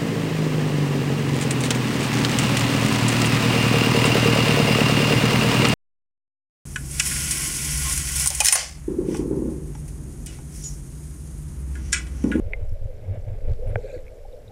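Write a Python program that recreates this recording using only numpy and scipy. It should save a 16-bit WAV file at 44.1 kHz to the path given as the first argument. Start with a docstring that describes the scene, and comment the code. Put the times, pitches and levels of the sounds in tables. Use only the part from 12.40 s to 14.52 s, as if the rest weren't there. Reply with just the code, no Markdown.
"""Shallow sea, among swimmers; microphone in a hand-held waterproof housing just under the surface.
Close up, moving water shoves against the housing and makes it rumble and boom. Just overhead the
surface sloshes, its bubbles ringing in a narrow, hollow band. A small bubble pings early on; later
something knocks once and a cloud of fine bubbles passes. Faint fizz and tiny snaps lie on top."""
import sys
import numpy as np
from scipy import signal
from scipy.fft import rfft, irfft
from scipy.io import wavfile
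from scipy.ndimage import uniform_filter1d

SR = 44100
rng = np.random.default_rng(int(sys.argv[2]) if len(sys.argv) > 2 else 0)


def transcribe(signal):
    """Save signal, clipped to [-1, 1], as a 16-bit WAV file at the path in sys.argv[1]."""
    frames = np.atleast_2d(signal).T
    limited = np.clip(frames, -1, 1)
    pcm = np.round(limited * 32767).astype(np.int16)
    wavfile.write(sys.argv[1], SR, pcm)


N = 93315
T = np.arange(N) / SR
BIN_HZ = np.maximum(np.arange(N // 2 + 1) * SR / N, 1)
CUTOFF_HZ = 15300


def from_db(db):
    """Decibels to gain."""
    return 10 ** (np.asarray(db) / 20)


def unit_rms(x):
    """Scale to unit power."""
    return x / np.sqrt(np.mean(x ** 2) + 1e-20)


def level(points):
    """Gain through time from (time_s, level_db) points."""
    return from_db(np.interp(T, *np.transpose(points)))


def colour(x, points):
    """Filter through (frequency_hz, gain_db) points, falling steeply past both ends; rms 1."""
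    hz, db = np.transpose(points)
    skirts = np.minimum(BIN_HZ / hz[0], 1) ** 3 * np.minimum(hz[-1] / BIN_HZ, 1) ** 4
    gain = from_db(np.interp(np.log(BIN_HZ), np.log(hz), db))
    return unit_rms(irfft(rfft(x) * skirts * gain, N))


def steady(x, span_s):
    """Hold a noise near rms 1 over spans longer than span_s."""
    return x / np.sqrt(uniform_filter1d(x ** 2, max(int(span_s * SR), 2)) + 1e-9)


def clicks(per_s, spread_db):
    """Clicks at random times, with a spread of sizes; rms 1."""
    sizes = from_db(spread_db * np.minimum(rng.exponential(1, N), 4)) * rng.choice([-1, 1], N)
    return unit_rms(sizes * (rng.random(N) < per_s / SR))


def tone(start_s, hz, drive_s, attack_s, t60_s, glide_per_s=0):
    """A resonance is driven for drive_s, then rings out; it glides by a share of its pitch a second."""
    t = np.maximum(T - start_s, 0)
    swell = np.sin(np.pi / 2 * np.minimum(t / attack_s, 1)) ** 2
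    decay = from_db(-60 * np.minimum(np.maximum(t - drive_s, 0) / t60_s, 10))
    return swell * decay * np.sin(2 * np.pi * hz * t * (1 + glide_per_s * t / 2))


def swarm(per_s, centre_hz, spread_octaves, t60_s, glide_per_s=8.18):
    """Bubbles form at random, each a short rising note of its own pitch and strength; rms 1."""
    out, t = np.zeros(N), T[:int(2 * t60_s * SR)]
    for when, pitch, chance in rng.random((int(per_s * N / SR), 3)):
        start = int(when * N)
        hz = centre_hz * 2 ** (spread_octaves * (2 * pitch - 1))
        size_db = 2.5 * min(-np.log(1 - chance), 3)
        envelope = (1 - np.exp(-t * hz / 2)) ** 2 * from_db(size_db - 60 * t / t60_s)
        note = envelope * np.sin(2 * np.pi * hz * t * (1 + glide_per_s * t / 2))
        out[start:start + len(t)] += note[:N - start]
    return unit_rms(out)


def surge():
    """Water pushes past right at the housing: lumpy pressure and the rumble of its eddies."""
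    # strength of the slow push and of the eddies: time_s, level_db
    push_levels = [(0, -25.5), (.16, -29.5), (.25, -23), (.34, -23), (.38, -34), (.43, -23), (.52, -32),
                   (.61, -39.5), (.86, -30), (1.02, -29), (1.08, -15), (1.17, -27.5), (1.28, -23),
                   (1.35, -28.5), (1.52, -38.5), (1.6, -33.5), (1.76, -44), (1.85, -35), (2.12, -50.5)]
    eddy_levels = [(0, -41.5), (.25, -44.5), (.47, -51.5), (.58, -42.5), (.73, -34), (.84, -45.5),
                   (1.1, -40.5), (1.19, -48), (1.33, -40), (1.52, -49), (1.58, -46), (1.8, -55.5),
                   (1.97, -55), (2.1, -42.5)]
    # their spectra: frequency_hz, gain_db
    push_spectrum = [(12, -2), (18, -1), (26, 1.5), (38, -7), (52, -11), (70, -15)]
    eddy_spectrum = [(50, -6), (75, -2), (105, 1.5), (150, -10), (220, -18), (330, -22.5)]
    push = steady(colour(rng.standard_normal(N), push_spectrum), span_s=0.058)
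    eddies = steady(colour(rng.standard_normal(N), eddy_spectrum), span_s=0.076)
    return level(push_levels) * push + level(eddy_levels) * eddies


def slosh():
    """Just above the microphone a crowd of bubbles rings in a hollow band; the large ones glug."""
    # sloshing of the surface: time_s, level_db
    slosh_levels = [(0, -46.5), (.08, -45), (.2, -45), (.3, -52), (.48, -47), (.6, -49), (.75, -43),
                    (.83, -50.5), (.88, -44.5), (1.0, -48), (1.1, -38.5), (1.16, -51.5), (1.21, -43),
                    (1.32, -38.5), (1.42, -43), (1.56, -41), (1.65, -50.5), (1.75, -44.5), (1.86, -50.5),
                    (1.97, -44), (2.05, -53)]
    # its hollow band: frequency_hz, gain_db
    spectrum = [(230, -14), (350, -10.5), (410, -1.5), (500, 1.5), (610, -0.5), (700, -14), (860, -20.5),
                (1000, -37.5)]
    # large bubbles: start_s, level_db, pitch_hz, drive_s, glide_per_s
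    burbles = [(0.351, -38.5, 597, 0.012, -0.5), (.468, -41, 566, .036, -2.5), (0.751, -32, 615, 0.0076, 4),
               (.871, -38, 525, .0076, 0), (1.09, -35.5, 408, 0.013, 2.5), (1.185, -32.5, 397, 0.018, 11),
               (1.217, -31, 458, 0.0176, 6), (1.24, -35.5, 510, 0.023, 4),
               (1.372, -25.5, 416.6, 0.017, 9.5), (1.429, -36, 416, .028, 0.5),
               (1.432, -32.5, 490.5, .033, 3), (1.491, -31, 503, .012, 8.5),
               (1.528, -30.5, 510, 0.035, -0.8), (1.535, -30, 597, 0.0063, -2),
               (1.559, -32.5, 381, 0.0074, -9.5), (1.589, -35, 478, 0.014, 5.5),
               (1.847, -36, 763, 0.0063, 4.5), (1.927, -40.5, 497, 0.019, 2),
               (2.07, -39.5, 487, 0.0082, 3.5), (2.094, -47.5, 790, 0.014, 0.5)]
    ringing = from_db(-2) * swarm(per_s=70, centre_hz=474.6, spread_octaves=0.24, t60_s=0.071)
    patter = colour(clicks(per_s=1000, spread_db=3), spectrum)
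    glugs = sum(from_db(db) * tone(start_s, hz, drive_s, attack_s=0.011, t60_s=0.033, glide_per_s=glide)
                for start_s, db, hz, drive_s, glide in burbles)
    return level(slosh_levels) * steady(patter + ringing, span_s=0.05) + glugs


def churn():
    """Dense small bubbles rustle with the swimmers' strokes."""
    # churning of the water: time_s, level_db
    churn_levels = [(0, -60), (.23, -56), (.28, -62.5), (.56, -61.5), (.67, -56.5), (.76, -52.5),
                    (.82, -63), (.89, -53.5), (1.025, -61.5), (1.1, -51), (1.19, -65), (1.3, -49.5),
                    (1.41, -62), (2.12, -64)]
    # spectrum of the rustle: frequency_hz, gain_db
    spectrum = [(400, 4.5), (740, 12.5), (1020, -1.5), (1300, -3.5), (1600, 2.5), (1830, -3), (2200, 3.5),
                (2600, -4), (3800, -12.5), (5000, -55)]
    rustle = colour(clicks(per_s=1200, spread_db=0), spectrum)
    return level(churn_levels) * steady(rustle, span_s=0.056)


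def fizz():
    """A faint bed of smooth hiss with the ticks of tiny bubbles in it."""
    # strength of the hiss: time_s, level_db
    hiss_levels = [(0, -66), (.9, -66.5), (1.2, -64.5), (1.53, -63.5), (1.64, -65)]
    # its spectrum: frequency_hz, gain_db
    spectrum = [(1000, 4.5), (4600, -3), (5500, -1.5), (6400, -6), (7500, -3), (9000, -6), (11000, -3),
                (15500, -12.5)]
    ticks = from_db(-9) * swarm(per_s=300, centre_hz=4640, spread_octaves=0.78, t60_s=0.0046)
    hiss = colour(rng.standard_normal(N), spectrum)
    return level(hiss_levels) * (hiss + ticks)


def booms():
    """Each gulp of water drives a deep resonance of the housing for a few cycles."""
    # gulps against the housing: start_s, gain_db, pitch_hz, drive_s
    gulps = [(0.045, -26, 86.6, 0.027), (0.21, -21.5, 88.3, 0.033), (0.31, -17, 83, 0.012),
             (0.406, -20.5, 90, 0.01), (0.437, -23, 97.5, 0.022), (0.671, -22, 92, 0.045),
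             (.76, -25.5, 96.6, 0.032), (0.862, -22, 98.4, 0.022), (0.897, -26.5, 101, 0.038),
             (1.099, -17, 98.3, 0.019), (1.255, -22, 97.9, 0.027), (1.289, -24, 99.3, 0.032),
             (1.345, -19, 99.3, 0.026), (1.558, -30, 105, 0.0083)]
    return sum(from_db(db) * tone(start_s, hz, drive_s, attack_s=0.021, t60_s=0.07, glide_per_s=0.2)
               for start_s, db, hz, drive_s in gulps)


def pings():
    """Small bubbles pinch off with a bright tick and ring on briefly."""
    # bubbles pinching off: start_s, gain_db, pitch_hz
    bubbles = [(.1228, -42, 2320), (0.134, -14.5, 2232), (1.578, -44, 2070), (1.666, -43, 2310),
               (1.68, -39.5, 2390)]
    # modes of each ping: pitch_ratio, gain_db, t60_s
    modes = [(.94, -9.5, 0.042), (1.0, -2.5, 0.0098), (.72, -10.5, 0.0039), (1.64, -12, 0.011)]
    rings = sum(from_db(db + mode_db)
                * tone(start_s, hz * ratio, drive_s=0.00058, attack_s=0.00029, t60_s=t60_s)
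                for start_s, db, hz in bubbles for ratio, mode_db, t60_s in modes)
    return signal.sosfilt(signal.butter(2, (1650, 2536), "band", fs=SR, output="sos"), rings)


def snaps():
    """Very short bursts of crackle, each around its own pitch."""
    # sharp little snaps: start_s, peak_db, centre_hz, half_width_octaves, burst_t60_s
    bursts = [(.134, -35, 617, 0.29, .025), (.292, -49.5, 11500, .08, .006), (.293, -55, 5300, .07, .016),
              (.333, -51, 11800, 0.086, .005), (1.098, -44, 1900, 1.36, 0.006),
              (1.118, -42.5, 2600, 1.4, 0.005), (1.135, -43.5, 2100, 1.3, 0.0065),
              (1.927, -54, 3700, .06, .018), (2.079, -49, 3800, 0.066, 0.024)]
    out = np.zeros(N)
    for start_s, db, hz, octaves, t60_s in bursts:
        envelope = (T >= start_s) * from_db(-60 * np.clip((T - start_s) / t60_s, 0, 10))
        edges_hz = [hz / 2 ** octaves, min(hz * 2 ** octaves, CUTOFF_HZ)]
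        band = signal.butter(2, edges_hz, "band", fs=SR, output="sos")
        snap = signal.sosfilt(band, rng.standard_normal(N) * envelope)
        out += from_db(db) * snap / np.abs(snap).max()
    return out


def whistle():
    """A thin, faint whistle sounds briefly, very high."""
    return from_db(-63) * tone(start_s=1.268, hz=10200, drive_s=0.038, attack_s=0.011, t60_s=0.033)


def knock():
    """One click through the housing's damped resonances: a clack, bright then hollow, and a thud."""
    # resonances of the housing: frequency_hz, gain_db
    resonances = [(200, -22), (330, -19), (420, -5.5), (570, 2.5), (850, -7.5), (1020, -24), (1300, -18),
                  (1560, -5.5), (1850, -15), (2350, -12), (2700, -30.5), (3350, -32.5), (3900, -51)]
    start_s, lag_s, lag_fade_hz = 1.3572, 0.0021, 1050
    hz, db = np.transpose(resonances)
    gain = from_db(np.interp(np.log(BIN_HZ), np.log(hz), db)) * np.minimum(hz[-1] / BIN_HZ, 1) ** 2
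    # minimum phase: the housing rings only after the click
    cepstrum = irfft(np.log(gain), N)
    response = np.exp(rfft(cepstrum * 2 * (np.arange(N) < N // 2)))
    # the lows arrive up to lag_s behind the highs
    delay_turns = start_s * BIN_HZ + lag_s * lag_fade_hz * (1 - np.exp(-BIN_HZ / lag_fade_hz))
    clack = irfft(response * np.exp(-2j * np.pi * delay_turns), N)
    thud = tone(start_s, hz=108, drive_s=0.0051, attack_s=0.0051, t60_s=0.0102)
    return from_db(-14.5) * clack / np.abs(clack).max() + from_db(-21.5) * thud


def cloud():
    """A cloud of fine bubbles sparkles past the microphone, fading faster than it swells."""
    # bubble sizes: centre_hz, spread_octaves, t60_s, relative_db
    sizes = [(1517, 0.094, 0.031, -1.5), (2210, 0.21, 0.017, 1.5), (3890, 0.21, 0.011, -4),
             (7250, 0.16, 0.0044, -8)]
    crest_s, rise_s, fall_s, bubbles_per_s = 1.529, 0.12, 0.061, 650
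    sparkle = sum(from_db(db) * swarm(bubbles_per_s, hz, octaves, t60_s)
                  for hz, octaves, t60_s, db in sizes)
    swell = np.exp(-((T - crest_s) / np.where(T < crest_s, rise_s, fall_s)) ** 2)
    return from_db(-54.5) * swell * unit_rms(sparkle)


def scene():
    """Everything reaches one microphone inside the housing."""
    water = surge() + slosh() + churn() + fizz()
    return (water + booms() + pings() + snaps() + whistle() + knock() + cloud())[None]


def record(dry):
    """A 3 ms fade-in and a steep cut of the top treble."""
    fade_in = np.minimum(T / 0.003, 1)
    return signal.sosfilt(signal.ellip(12, 0.1, 80, CUTOFF_HZ, fs=SR, output="sos"), dry * fade_in)


dry = scene()
out = record(dry)
transcribe(out)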